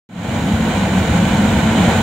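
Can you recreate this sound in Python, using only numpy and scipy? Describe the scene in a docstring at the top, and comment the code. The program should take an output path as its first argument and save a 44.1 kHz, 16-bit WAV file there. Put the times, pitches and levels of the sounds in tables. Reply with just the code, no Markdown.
"""The turbulent flame of an oil burner rumbles in a workshop, fading in and then burning on.
Unsteady heat release makes the low noise; resonances make it throb and drone, and pockets
of spray burn in harder puffs. Over it lie the rush of burning spray, the hiss of the nozzle
and the thin whine of the combustion fan."""
import sys
import numpy as np
from scipy import signal
from scipy.fft import rfft, irfft
from scipy.io import wavfile
from scipy.ndimage import uniform_filter1d

SR = 44100
rng = np.random.default_rng(int(sys.argv[2]) if len(sys.argv) > 2 else 0)


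def transcribe(signal):
    """Save signal, clipped to [-1, 1], as a 16-bit WAV file at the path in sys.argv[1]."""
    frames = np.atleast_2d(signal).T
    limited = np.clip(frames, -1, 1)
    pcm = np.round(limited * 32767).astype(np.int16)
    wavfile.write(sys.argv[1], SR, pcm)


N = 89214
T = np.arange(N) / SR
HZ = np.fft.rfftfreq(N, 1 / SR)


def gain_of(db):
    """Amplitude grows tenfold every 20 dB."""
    return 10 ** (np.asarray(db) / 20)


def unit_rms(x):
    """Normalisation to unit power."""
    return x / np.sqrt(np.mean(x ** 2) + 1e-20)


def per_bin(table):
    """Interpolation over log frequency."""
    hz, value = np.transpose(table)
    return np.interp(np.log(HZ + 1), np.log(hz + 1), value)


def envelope(table, column):
    """Interpolation of decibels over time, as a gain."""
    rows = np.array(table)
    return gain_of(np.interp(T, rows[:, 0], rows[:, column]))


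def white_spectrum():
    """White noise has equal mean power per hertz."""
    return rfft(rng.standard_normal(N))


def wander(rate_hz):
    """Low-passed noise gives random motion of rms 1."""
    return unit_rms(irfft(white_spectrum() * (HZ > 0) / (1 + (HZ / rate_hz) ** 4), N))


def steadied(x, share, window_samples):
    """Compression evens out a share of the slow level swings."""
    power = uniform_filter1d((x ** 2).mean(0), window_samples)
    return unit_rms(x / power ** (share / 2))


# Likeness of the channels. Each row: frequency in Hz, correlation from 0 to 1.
COHERENCE = [(60, .9998), (220, 1), (340, 0.87), (600, 0.95), (850, 1), (1050, 0.75), (1200, 0.34),
             (1420, 0.76), (1750, 0.52), (2300, 0.31), (3000, 0.65), (4200, 0.23), (5200, 0), (7000, .25),
             (15000, 0)]
# Stereo balance. Each row: frequency in Hz, left minus right in dB.
BALANCE = [(90, 0.5), (170, 0.4), (240, -.4), (330, -2.8), (510, 4.5), (680, 2), (820, -1), (1100, -6),
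           (1280, -4.5), (1500, 1), (1750, -1), (2350, -5), (3600, -5.5), (5000, -1.7), (8000, -0.5),
           (11500, -2.5), (15000, -14)]


def stereo_noise(shape):
    """Partial coherence: noise of rms 1, alike left and right in the bass, less so in the treble."""
    coherence = per_bin(COHERENCE)
    mid = np.sqrt((1 + coherence) / 2) * white_spectrum()
    side = np.sqrt((1 - coherence) / 2) * white_spectrum()
    tilt = gain_of(per_bin(BALANCE) / 2)
    pair = np.array([(mid + side) * tilt, (mid - side) / tilt]) / np.sqrt(tilt ** 2 + tilt ** -2)
    return unit_rms(irfft(pair * shape, N))


def workshop(echoes=40, longest_s=.03, echo_db=-8, stereo_lag_s=.0004):
    """Interference with reflections from floor, walls and furniture ripples the spectrum."""
    delays = rng.uniform(.003, longest_s, echoes)
    lags = stereo_lag_s * rng.uniform(-1, 1, echoes)
    signs = rng.choice([-1., 1.], echoes)
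    taps = np.zeros((2, N))
    taps[0, (delays * SR).astype(int)] = signs
    taps[1, ((delays + lags) * SR).astype(int)] = signs
    return 1 + gain_of(echo_db) * rfft(taps) / np.sqrt(echoes)


# Strength of the flame. Each row: time in seconds, rush gain in dB, rumble gain in dB.
FLAME_STRENGTH = [(.34, -26, -26.5), (.6, -25, -24.5), (.7, -23, -26), (.92, -23.4, -25), (1.0, -22, -21.5),
                  (1.06, -22.5, -23.5), (1.25, -21.5, -23), (1.4, -22, -23), (1.55, -21.5, -21),
                  (1.7, -21.5, -24), (1.86, -19, -22.5), (2.02, -21.5, -21.5)]


def flame_gain(part):
    """Common modulation: the layers follow the flame's rush or rumble envelope."""
    return envelope(FLAME_STRENGTH, column={"rush": 1, "rumble": 2}[part])


# Tones of the fan. Each row: frequency in Hz, mean level in dB.
FAN_TONES = [(486, -38), (513, -41), (1514.5, -40), (2439, -49.5), (2992, -54), (3999, -56)]


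def fan(waver=.00071, flutter_db=2.5):
    """Periodic blade passage makes tones that waver with the shaft and flutter in the hot air."""
    shaft_time = np.cumsum(1 + waver * wander(4.8)) / SR
    whine = np.zeros((2, N))
    for channel in whine:
        for hz, db in FAN_TONES:
            tone = np.sqrt(2) * np.sin(2 * np.pi * hz * shaft_time)
            channel += gain_of(db + flutter_db * wander(9)) * tone
    return whine * unit_rms(flame_gain("rush"))


# Spectra of the burning spray and the nozzle. Each row: frequency in Hz, relative density in dB.
RUSH_SPECTRUM = [(150, -68), (300, -8.5), (390, -4.5), (490, 0), (580, -1), (670, 1), (830, -0.5),
                 (1080, -4), (1210, -10), (1430, -4.5), (1650, -8), (2150, -8.5), (2380, -7), (2700, -15),
                 (2980, -8), (3300, -13.5), (4050, -14), (4400, -21.5), (5050, -26.5), (7000, -25.5),
                 (16000, -59)]
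HISS_SPECTRUM = [(3000, -9), (5100, -19), (6200, -8.5), (6900, -0.5), (7900, -8), (9500, -15.5),
                 (12000, -25.5), (15500, -15.5)]


def rush_and_hiss(rush_db=1, hiss_db=-13):
    """Amplitude modulation: the same turbulence shakes the spray's rush and the nozzle's hiss."""
    room = workshop()
    flicker, swell_db = wander(130), .26 * wander(11.4)
    rush = stereo_noise(gain_of(per_bin(RUSH_SPECTRUM)) * room)
    hiss = stereo_noise(gain_of(per_bin(HISS_SPECTRUM)) * room)
    rush *= gain_of(rush_db + .58 * flicker + swell_db)
    hiss *= gain_of(hiss_db + .74 * flicker + swell_db)
    return flame_gain("rush") * (rush + hiss)


# Harder puffs. Each row: centre in seconds, pitch in Hz, peak level in dB.
FLAME_PUFFS = [(.29, 130, -15), (0.545, 83, -14), (1.119, 88, -11.5), (1.562, 79.95, -14.5),
               (1.866, 131, -13.5)]


def puffs(width_s=.011):
    """Sudden heat release: a pocket of spray burns at once, sending out a short, low pulse."""
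    pulses = np.zeros(N)
    for centre, hz, db in FLAME_PUFFS:
        t = T - centre
        pulses -= gain_of(db) * np.exp(-(t / width_s) ** 2) * np.cos(2 * np.pi * hz * t)
    return pulses


# Course of the drone. Each row: time in seconds, pitch in Hz, relative level in dB.
DRONE_PATH = [(.28, 180, -21), (.41, 179.8, -38), (.47, 193.9, -22), (.535, 222.9, -15.5),
              (.585, 224.4, -27), (.63, 216, -17.5), (.68, 209.4, -28.5), (.8, 198, -19), (.88, 200.2, -27),
              (.95, 195.4, -15), (1.069, 189.5, -34.5), (1.151, 171.6, -16), (1.24, 184.2, -15.5),
              (1.32, 200.3, -26), (1.39, 202.6, -14.5), (1.49, 205, -20), (1.56, 200, -23),
              (1.68, 222, -14), (1.77, 222.8, -15), (1.81, 178, -16), (1.87, 174.7, -11.5),
              (1.93, 177.7, -34), (2.02, 195, -35)]


def drone(gain_db=-1, jitter=.03, flutter_db=2.5):
    """Lock-in: the flame hums unsteadily on one resonance, then slides to another."""
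    times, hz, _ = np.transpose(DRONE_PATH)
    pitch = np.interp(T, times, hz) * (1 + jitter * wander(37.5))
    hum = np.sqrt(2) * np.sin(2 * np.pi * np.cumsum(pitch) / SR)
    return gain_of(gain_db + flutter_db * wander(45)) * envelope(DRONE_PATH, column=2) * hum


# Low resonances. Each row: centre in Hz, half-width in Hz, relative peak in dB.
RESONANCES = [(176, 9.4, 0.5), (205.4, 32, -3), (224.7, 13.5, 1), (299, 19, -12), (339, 10, -15)]


def throb(gain_db=1.04):
    """Beating: combustion noise rings in close resonances that interfere."""
    shape = sum(gain_of(db) / (1 + ((HZ - hz) / width) ** 2) for hz, width, db in RESONANCES)
    ringing = steadied(stereo_noise(shape), share=.92, window_samples=3500)
    return gain_of(gain_db) * flame_gain("rush") * ringing


# Spectrum of the flame's rumble. Each row: frequency in Hz, relative density in dB.
RUMBLE_SPECTRUM = [(12, -45), (25, -18), (43, -13.5), (68, -3), (92, 0.5), (135, -2.5), (200, -4),
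                   (260, -5), (320, -8), (400, -20.5), (700, -47.5)]


def rumble(gain_db=4.5):
    """Turbulent combustion: uneven expansion of the gas radiates low noise."""
    noise = stereo_noise(gain_of(per_bin(RUMBLE_SPECTRUM)))
    return gain_of(gain_db) * flame_gain("rumble") * steadied(noise, share=.85, window_samples=5000)


def scene():
    """Superposition: the burner's sounds add as pressures."""
    return rumble() + throb() + drone() + puffs() + rush_and_hiss() + fan()


def record(dry):
    """Gain and band limiting: a quick step out of silence, a fade-in, then a low-pass filter."""
    start_s, step_s, fade_s, cutoff_hz = .09, .002, .26, 15800
    floor = gain_of(-24)
    step = np.clip((T - start_s) / step_s + .5, 0, 1)
    rise = np.clip((T - start_s) / fade_s, 0, 1) ** 1.27
    fade = step * (floor + (1 - floor) * rise)
    lowpass = signal.firwin(511, cutoff_hz, window=("kaiser", 9), fs=SR)
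    return signal.oaconvolve(dry * fade, lowpass[None], "same")


dry = scene()
out = record(dry)
transcribe(out)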